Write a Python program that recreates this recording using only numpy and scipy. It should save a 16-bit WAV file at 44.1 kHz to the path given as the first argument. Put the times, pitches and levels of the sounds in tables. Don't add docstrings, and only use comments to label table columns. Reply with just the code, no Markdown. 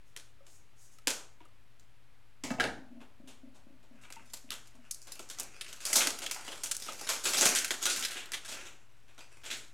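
import sys
import numpy as np
from scipy import signal
from scipy.fft import rfft, irfft
from scipy.io import wavfile
from scipy.ndimage import uniform_filter1d

SR = 44100
rng = np.random.default_rng(int(sys.argv[2]) if len(sys.argv) > 2 else 0)


def amplitude_ratio(level_db):
    exponent = np.asarray(level_db, float) / 20
    return 10 ** exponent


def log_audio(samples):
    frames = np.atleast_2d(samples).T
    limited = np.clip(frames, -1, 1)
    pcm = np.round(limited * 32767).astype(np.int16)
    wavfile.write(sys.argv[1], SR, pcm)


N = 429093


def evened(x):
    return x / np.sqrt(np.mean(x ** 2) + 1e-20)


def read(points, hz):
    f, value = np.transpose(points)
    return np.interp(np.log(hz + 1), np.log(f + 1), value)


def colour(x, points):
    hz = np.fft.rfftfreq(x.shape[-1], 1 / SR)
    return irfft(rfft(x) * amplitude_ratio(read(points, hz)), x.shape[-1])


def add(mix, s, sound):
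    part = mix[round(s * SR):][:len(sound)]
    part += sound[:len(part)]


def bursts(rows, body, lumps_db, usual_db, sheen_db, t60):
    near, far = np.zeros(N), np.zeros(N)
    size = 4096
    t, hz = np.arange(size) / SR, np.fft.rfftfreq(size, 1 / SR)
    noises = rng.standard_normal((len(rows), size))
    lump_draws = rng.standard_normal((len(rows), 24))
    slip_draws = rng.random((len(rows), 2, 3))
    bass = read([(500, 1), (1500, 0)], hz)
    dull = 0.2
    for row, noise, lump_draw, (late, strength) in zip(rows, noises, lump_draws, slip_draws):
        start_s, peak_db, boom_db, rasp_db, slowness_db = row
        low_db, mid_db = np.subtract((boom_db, rasp_db), usual_db)
        tilt = [(900, low_db), (1600, mid_db), (3300, mid_db), (4800, 0), (8000, 0),
                (10000, sheen_db - dull * slowness_db)]
        lumps = np.interp(np.log(hz + 1), np.linspace(5, 10, 24), lump_draw)
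        shape = amplitude_ratio(read(body, hz) + read(tilt, hz) + lumps_db * lumps)

        stretch = amplitude_ratio(0.74 * slowness_db)
        fade = amplitude_ratio(-60 * t / (t60 * stretch)) * np.minimum(t / (0.00026 * stretch), 1)
        for k in range(3):
            delay = int(late[k] * 0.014 * stretch * SR)
            fade += 0.5 * strength[k] * np.roll(fade, delay)
        swell = amplitude_ratio(-60 * t / (t60 * stretch + 0.035)) * np.minimum(t / 0.008, 1)

        z = rfft(noise) * shape
        crack = irfft(z * (1 - bass)) * fade + 1.06 * irfft(z * bass) * swell
        crack *= amplitude_ratio(peak_db) / abs(crack).max()
        click = np.roll(irfft(shape), 128)[:1024] * signal.windows.tukey(1024, 0.2)
        add(near, start_s, crack)
        add(far, start_s, amplitude_ratio(peak_db + slowness_db) * click / np.linalg.norm(click))
    return np.array([near, far])


SHEEN = {"snip": 0.5, "snap": 1, "landing": 8}
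# pitch_hz, level_db (per Hz)
FILM = [(110, -44.5), (180, -12), (328, -5.5), (888, -8.5), (1130, -8), (1500, -4), (1780, -9),
        (1950, -6.5), (6870, 1.5), (12100, -9.5), (16000, -26)]
# start_s, peak_db,
# boom_db (250-1200 Hz, relative), rasp_db (card, 1200-4000 Hz, relative), slowness_db
SNIPS = [(0.164, -30.5, -15.5, -8, -4.5), (0.466, -46.5, -8, -10, 0.5), (0.986, -45.5, -40, -4, -12),
         (1.072, -10.5, -13.5, -6.5, -4.5), (1.104, -20, -13.5, -18, -7.5), (1.405, -49.5, 7, 10, 0.5),
         (1.453, -51, -2, -15, -12), (1.797, -46.5, -26, -13, -9)]


def snips():
    return bursts(SNIPS, FILM, 1.1, (-20, -12), SHEEN["snip"], 0.014)


# start_s, peak_db,
# boom_db (250-1200 Hz, relative), rasp_db (card, 1200-4000 Hz, relative), slowness_db
SNAPS = [(3.004, -49.5, 7.5, 4.5, 10), (3.274, -45.5, -9.5, -4, 9.5), (3.545, -58.5, -4, -9, 13),
         (3.829, -57, 1, -4, 6), (4.013, -54.5, -14, -11, 8), (4.036, -47, -10, 5, 1),
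         (4.103, -36.5, -1.5, -1, -9.5), (4.124, -33.5, -42, -9, -7), (4.257, -56, -16, -19, -4),
         (4.3, -51, -42, -8, -3), (4.3344, -28.5, -16.5, -13, -4), (4.491, -47, -17, 18, -6),
         (4.5053, -23.5, -31, -9, -19), (4.518, -26, -14, -4, -1.5), (4.673, -48, -22, -22, -11),
         (4.753, -52, -1, -14, -7), (4.9103, -23, -50, -27, -8.5), (5.017, -39, -23, -33, -4.5),
         (5.071, -39.5, -8, -7, -0.5), (5.12, -28, -25, -19, -7.5), (5.193, -33.5, -10, -11.5, -1),
         (5.289, -40.5, -19, -16, -1), (5.2995, -32.5, -17, -9, 1), (5.386, -30.5, -13.5, -12, 1),
         (5.398, -22.5, -23, -24, -9), (5.6105, -27, -24, -4, -5.5), (5.68, -40, -15, -9, 6.5),
         (5.728, -31, -19.5, -9, -6.5), (5.804, -37, -19, -8, 7), (5.852, -20, -21.5, -15, -1),
         (5.892, -29.5, -15, -18, 6), (5.93, -11, -23, -17.5, -2.5), (5.956, -10.5, -18, -18, 4.5),
         (6.0065, -18, -11.5, 4, 2.5), (6.071, -14, -13.5, -9.5, -6.5), (6.1885, -26.5, -38, -9.5, -11.5),
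         (6.219, -31, -8.5, -3, 5), (6.263, -23, -19, -2, -8.5), (6.241, -34, -30, -14.5, -10),
         (6.312, -17.5, -29, -12.5, -6), (6.479, -31, 0, 0.5, 0.5), (6.519, -31.5, -11, -2, 1),
         (6.635, -21.5, -18.5, -16.5, -3), (6.659, -28.5, -26, -10, -2), (6.7126, -19, -27.5, -11.5, -6.5),
         (6.767, -21.5, -47, -33, -22.5), (6.838, -38, -21, -10, -6), (6.864, -33.5, -11, -6, -3.5),
         (6.882, -31, -5, -2.5, 4), (6.922, -31.5, -24, -27.5, -3), (7.011, -32.5, -9, -14, -1),
         (7.073, -26.5, -21.5, -6, -3), (7.09, -18.5, -16, -7, 2), (7.254, -16.5, -14.5, -6.5, 3.5),
         (7.334, -23, -14, -6, 7), (7.371, -17, -19.5, -14, 5.5), (7.41, -11.5, -11, -11.5, 2.5),
         (7.455, -9.5, -15.5, -14.5, -3.5), (7.55, -16.5, -46, -8, 6), (7.587, -17, -20, -19, -9.5),
         (7.646, -18.5, -34, -8, -7), (7.7066, -15, -12, -2.5, -5), (7.825, -27.5, -35, -14, 8),
         (7.855, -15, -13.5, -7, -1), (7.892, -26.5, -34, -10, 13), (7.9615, -23, -42, -7, -1.5),
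         (7.993, -23.5, -49, -31, -12), (8.009, -30, -36, -17, -16), (8.025, -22.5, -38, -3, 0),
         (8.049, -21, -40, -8.5, -3.5), (8.108, -31.5, -25, -5.5, 6.5), (8.162, -35, -15, -0.5, 12),
         (8.258, -37, -26, -5, -11.5), (8.319, -25.5, -20, -10.5, -5), (8.335, -25, -13, 0, -1),
         (8.448, -36.5, -22, -5, 5), (8.48, -35.5, -16, -7.5, 10.5), (8.515, -35.5, -14, -5.5, 10),
         (8.6, -46, -14, 2, 7.5), (8.654, -38, -10.5, -2.5, 5.5), (9.082, -58.5, 0, 7, 13.5),
         (9.179, -42.5, -5.5, 0, 4.5), (9.435, -44, -9, -1.5, 7.5), (9.452, -37, -13, -3, 10),
         (9.503, -29, -30, -1, 9)]


def snaps():
    return bursts(SNAPS, FILM, 1.96, (-20, -13), SHEEN["snap"], 0.031)


# start_s, rustle_db, rub_db (lift of the card rub below 3000 Hz)
RUSTLE = [(3.9, -83.5, 15.5), (4.18, -80.5, 32.5), (4.3, -74, -4), (4.7, -74.5, 10.5), (5.0, -83, 19),
          (5.08, -62, 13.5), (5.27, -72, 7.5), (5.42, -67, 18.5), (5.78, -64, 9), (5.9, -42, 6),
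          (6.08, -45, 8), (6.2, -58, 10), (6.45, -54.5, 9.5), (6.8, -59.5, 3), (7.05, -55, 4.5),
          (7.11, -42, 4), (7.24, -43, 0), (7.3, -36.5, 2), (7.47, -30.5, 7), (7.6, -60, 17), (7.74, -55, 2),
          (7.86, -38.5, 4), (8.2, -65.5, 16.5), (8.4, -71, 13), (8.54, -57.5, 15), (8.75, -74.5, 17),
          (9.0, -76.5, 9), (9.41, -73.5, 12.5), (9.52, -44, 10.5), (9.73, -85, -4)]


def rustle():
    pops_per_s, spread_db, clump_db, patchy_db = 2500, -2.5, 6.5, 3
    boom_db = -1.5
    clumps = amplitude_ratio(clump_db * evened(uniform_filter1d(rng.standard_normal(N), 500)))
    sizes = amplitude_ratio(spread_db * np.minimum(rng.exponential(1, N), 3))
    pops = sizes * (rng.random(N) < pops_per_s / SR)
    decay = np.exp(-1 / (0.00024 * SR))
    grain = signal.lfilter([1], [1, -decay], pops * clumps) * rng.standard_normal(N)
    hz, t, z = signal.stft(evened(colour(grain, FILM)), SR, nperseg=256, noverlap=192)

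    s, film_db, rub_db = np.transpose(RUSTLE)
    low = read([(900, 1), (1500, 0)], hz)[:, None]
    mid = read([(900, 0), (1500, 1), (2600, 1), (3600, 0)], hz)[:, None]
    patches = rng.standard_normal(z.shape[::-1]).T
    patches = evened(uniform_filter1d(uniform_filter1d(patches, 3, 0), 20, 1))
    field_db = np.interp(t, s, film_db, -120)
    field_db = field_db + (low + mid) * np.interp(t, s, rub_db) + low * boom_db
    z = z * amplitude_ratio(field_db + patchy_db * patches)
    return signal.istft(z, SR, nperseg=256, noverlap=192)[1][:N]


# start_s, peak_db (of the crack),
# boom_db (250-1200 Hz, relative), rasp_db (1200-4000 Hz, relative), slowness_db
LANDINGS = [(2.437, -27.5, -15.5, -15, 5.2), (2.505, -26.5, -7.5, -13, 0.7), (2.513, -33, 2, -29, 1),
            (2.585, -32, 21, -13, 1), (2.599, -15.5, -18, -9, 1.5), (2.64, -21.5, -7.5, -11.5, 1.2)]
# pitch_hz, level_db (per Hz)
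STEEL = [(35, -43), (60, -5), (91, -11), (262, 5), (380, -9), (842, 0), (968, -7.5), (2140, 1.5),
         (2580, -11.5), (2900, -1.5), (4640, -19), (6140, -20.5), (16000, -52.5)]


def landings():
    return bursts(LANDINGS, STEEL, 4.2, (-8, -4), SHEEN["landing"], 0.016)


# pitch_hz, level_db (before the strike spot varies it), t60_s
SCISSORS = [(464, -2, 0.42), (840, -6, 0.15), (1269, 7, 0.13), (1540, -11, 0.11), (1890, -15, 0.053),
            (2267, 3.5, 0.14), (2650, 5, 0.067), (2930, -3.5, 0.08), (3480, -4, 0.081), (4060, -16, 0.1),
            (4820, -12, 0.118)]


def clatter():
    out, t = np.zeros(N), np.arange(6000) / SR
    spots = rng.standard_normal((len(LANDINGS), len(SCISSORS)))
    for (start_s, peak_db, *_), spot in zip(LANDINGS, spots):
        ring = np.zeros(len(t))
        for (hz, level_db, t60), k in zip(SCISSORS, spot):
            ring += amplitude_ratio(level_db + 4.0 * k - 60 * t / t60) * np.sin(2 * np.pi * hz * t)
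        add(out, start_s, amplitude_ratio(peak_db - 26) * ring)
    return out


# start_s, level_db (scales the modes below)
ROCKS = [(2.746, -44.5), (2.864, -53), (2.911, -49), (2.966, -48), (3.198, -46.5), (3.431, -46.5),
         (3.665, -48.5), (3.908, -49.5), (4.166, -53), (4.44, -51), (4.746, -54.5)]
# pitch_hz (before detuning), level_db (relative), t60_s
TABLE_TOP = [(240.3, 2.5, 0.076), (269, -4, 0.054), (622, 4.5, 0.022)]


def rocking():
    rebound_s, rebound_db = 0.038, -2.5
    out, t = np.zeros(N), np.arange(6000) / SR
    detunes = rng.uniform(-1, 1, (len(ROCKS), len(TABLE_TOP)))
    for (start_s, level_db), detune in zip(ROCKS, detunes):
        ring = np.zeros(len(t))
        for (hz, mode_db, t60), k in zip(TABLE_TOP, detune):
            ring += amplitude_ratio(mode_db - 60 * t / t60) * np.sin(2 * np.pi * hz * (1 + 0.056 * k) * t)
        ring *= np.sin(np.pi / 2 * np.minimum(t / 0.0085, 1)) ** 2
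        add(out, start_s, amplitude_ratio(level_db) * ring)
        add(out, start_s + rebound_s, amplitude_ratio(level_db + rebound_db) * ring)
    return out


# start_s, length_s, level_db (of the hiss)
SLIDES = [(0.044, 0.048, -76), (.44, 0.12, -67), (0.75, 0.11, -65.5), (0.906, 0.03, -66.5),
          (0.98, 0.016, -94)]


def slides():
    rise_share, fade_db_per_s = 0.58, 500
    t, level = np.arange(N) / SR, np.zeros(N)
    for start_s, length_s, level_db in SLIDES:
        rise = np.clip((t - start_s) / (rise_share * length_s), 0, 1)
        level += rise * amplitude_ratio(level_db - fade_db_per_s * np.maximum(t - start_s - length_s, 0))
    friction = [(2500, -24.5), (4500, -11.5), (6500, -0.5), (10000, -8), (16000, -20)]  # (Hz, dB)
    return level * evened(colour(rng.standard_normal(N), friction))


# start_s, level_db (scales the modes below), pitch_hz,
# t60_s (at that pitch; the other modes decay in proportion to their pitch)
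TAPS = [(.405, -70.5, 554, 0.11), (.985, -69, 1280, 0.04), (1.405, -67, 960, 0.083),
        (1.41, -72.5, 312, 0.22), (1.455, -63.5, 1235, 0.03), (4.165, -57, 900, 0.064),
        (4.511, -56.5, 1256, 0.063), (5.195, -46, 1360, 0.011), (6.886, -43.5, 1250, 0.035),
        (7.871, -48.5, 1436, 0.14)]
# multiple of the tap's pitch_hz, level_db (relative)
BOX = [(1.002, 16), (1.17, -7), (2.3, 11), (2.55, -4)]


def taps():
    out, t = np.zeros(N), np.arange(6000) / SR
    for start_s, level_db, hz, t60 in TAPS:
        ring = np.zeros(len(t))
        for k, mode_db in BOX:
            ring += amplitude_ratio(mode_db - 60 * k * t / t60) * np.sin(2 * np.pi * k * hz * t)
        add(out, start_s, amplitude_ratio(level_db) * ring * np.minimum(t / 0.0029, 1))
    return out


# pitch_hz, t60_s
ROOM = [(150, 0.46), (400, 0.47), (1000, 0.47), (2800, 0.35), (7000, 0.38), (14000, 0.28)]


def tails(count):
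    impulses = np.zeros((count, SR))
    starts = np.arange(200, SR - 20, 20)
    places = starts + rng.integers(0, 20, (count, len(starts)))
    signs = rng.choice([-1., 1.], (count, len(starts)))
    np.put_along_axis(impulses, places, signs, 1)
    hz, t, z = signal.stft(impulses, SR, nperseg=256)
    tail = signal.istft(z * amplitude_ratio(-60 * t / read(ROOM, hz)[:, None]), SR, nperseg=256)[1]
    return tail / np.linalg.norm(tail, axis=1)[:, None]


# delay_s, level_db
ECHOES = [(.003, -16.5), (.0075, -14), (0.011, -14), (.034, -11.5)]


def room(near, far):
    turns_per_s = 4.3
    t = np.arange(N) / SR
    phases = np.array([np.pi * (turns_per_s * t + k / 3) for k in range(3)])
    feeds = np.sqrt(2 / 3) * np.cos(phases)
    wet = signal.oaconvolve(far * feeds, tails(count=3), axes=1)[:, :N].sum(0)
    early = np.zeros(N)
    for delay_s, level_db in ECHOES:
        add(early, delay_s, amplitude_ratio(level_db) * near)
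    return near + early + wet


# (per Hz, relative)
HISS = [(12, -41.5), (20, -21), (32, -15), (110, -21.5), (130, -23.5), (154, -29.5), (270, -30),
        (328, -32.5), (825, -34.5), (1090, -35), (1190, -34), (2530, -35.5), (6180, -46.5), (10500, -49),
        (16000, -55)]
# pitch_hz (centre), wander_hz (rms), level_db (rms)
HUM = (118.4, 3, -73.5)


def background():
    hz, wander_hz, hum_db = HUM
    wander = evened(uniform_filter1d(rng.standard_normal(N), 9000))
    hum = np.sqrt(2) * np.sin(2 * np.pi * np.cumsum(hz + wander_hz * wander) / SR)
    hiss = evened(colour(rng.standard_normal(N), HISS))
    return amplitude_ratio(-66.5) * hiss + amplitude_ratio(hum_db) * hum


# centre_s, length_s, side_db (against mid, before the colour below)
SPREADS = [(1.063, 0.046, -18), (4.299, 0.068, 8), (5.086, 0.14, 5), (5.602, 0.043, 4), (5.939, 0.05, -9.5),
           (6.714, 0.015, -11), (7.42, 0.041, -23), (8.016, 0.13, -0.5)]
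# pitch_hz, level_db
WIDTH = [(100, -9), (3800, -30), (4600, -12), (16000, -3.5)]


def widen(mid):
    t, spread = np.arange(N) / SR, np.zeros(N)
    for centre_s, length_s, side_db in SPREADS:
        spread += amplitude_ratio(side_db) * np.exp(-(2 * (t - centre_s) / length_s) ** 4)
    blur = rng.standard_normal(400)
    blurred = signal.oaconvolve(mid, blur / np.linalg.norm(blur))[:N]
    side = spread * colour(blurred, WIDTH)
    return np.array([mid + side, mid - side])


def scene():
    near, far = snips() + snaps() + landings()
    steady = rustle() + slides() + rocking()
    hands = room(near + steady + taps() + clatter(), amplitude_ratio(13.5) * far + steady)
    return widen(hands + background())


def top_cut(x):
    return signal.sosfilt(signal.butter(12, 16820, fs=SR, output="sos"), x)


OFFSET = [
    [-.0041],
    [-.0033],
]


def record(dry):
    limit = 0.28
    rounded = limit * np.tanh(dry / limit)
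    mix = rounded + np.array(OFFSET)
    return top_cut(mix)


dry = scene()
out = record(dry)
log_audio(out)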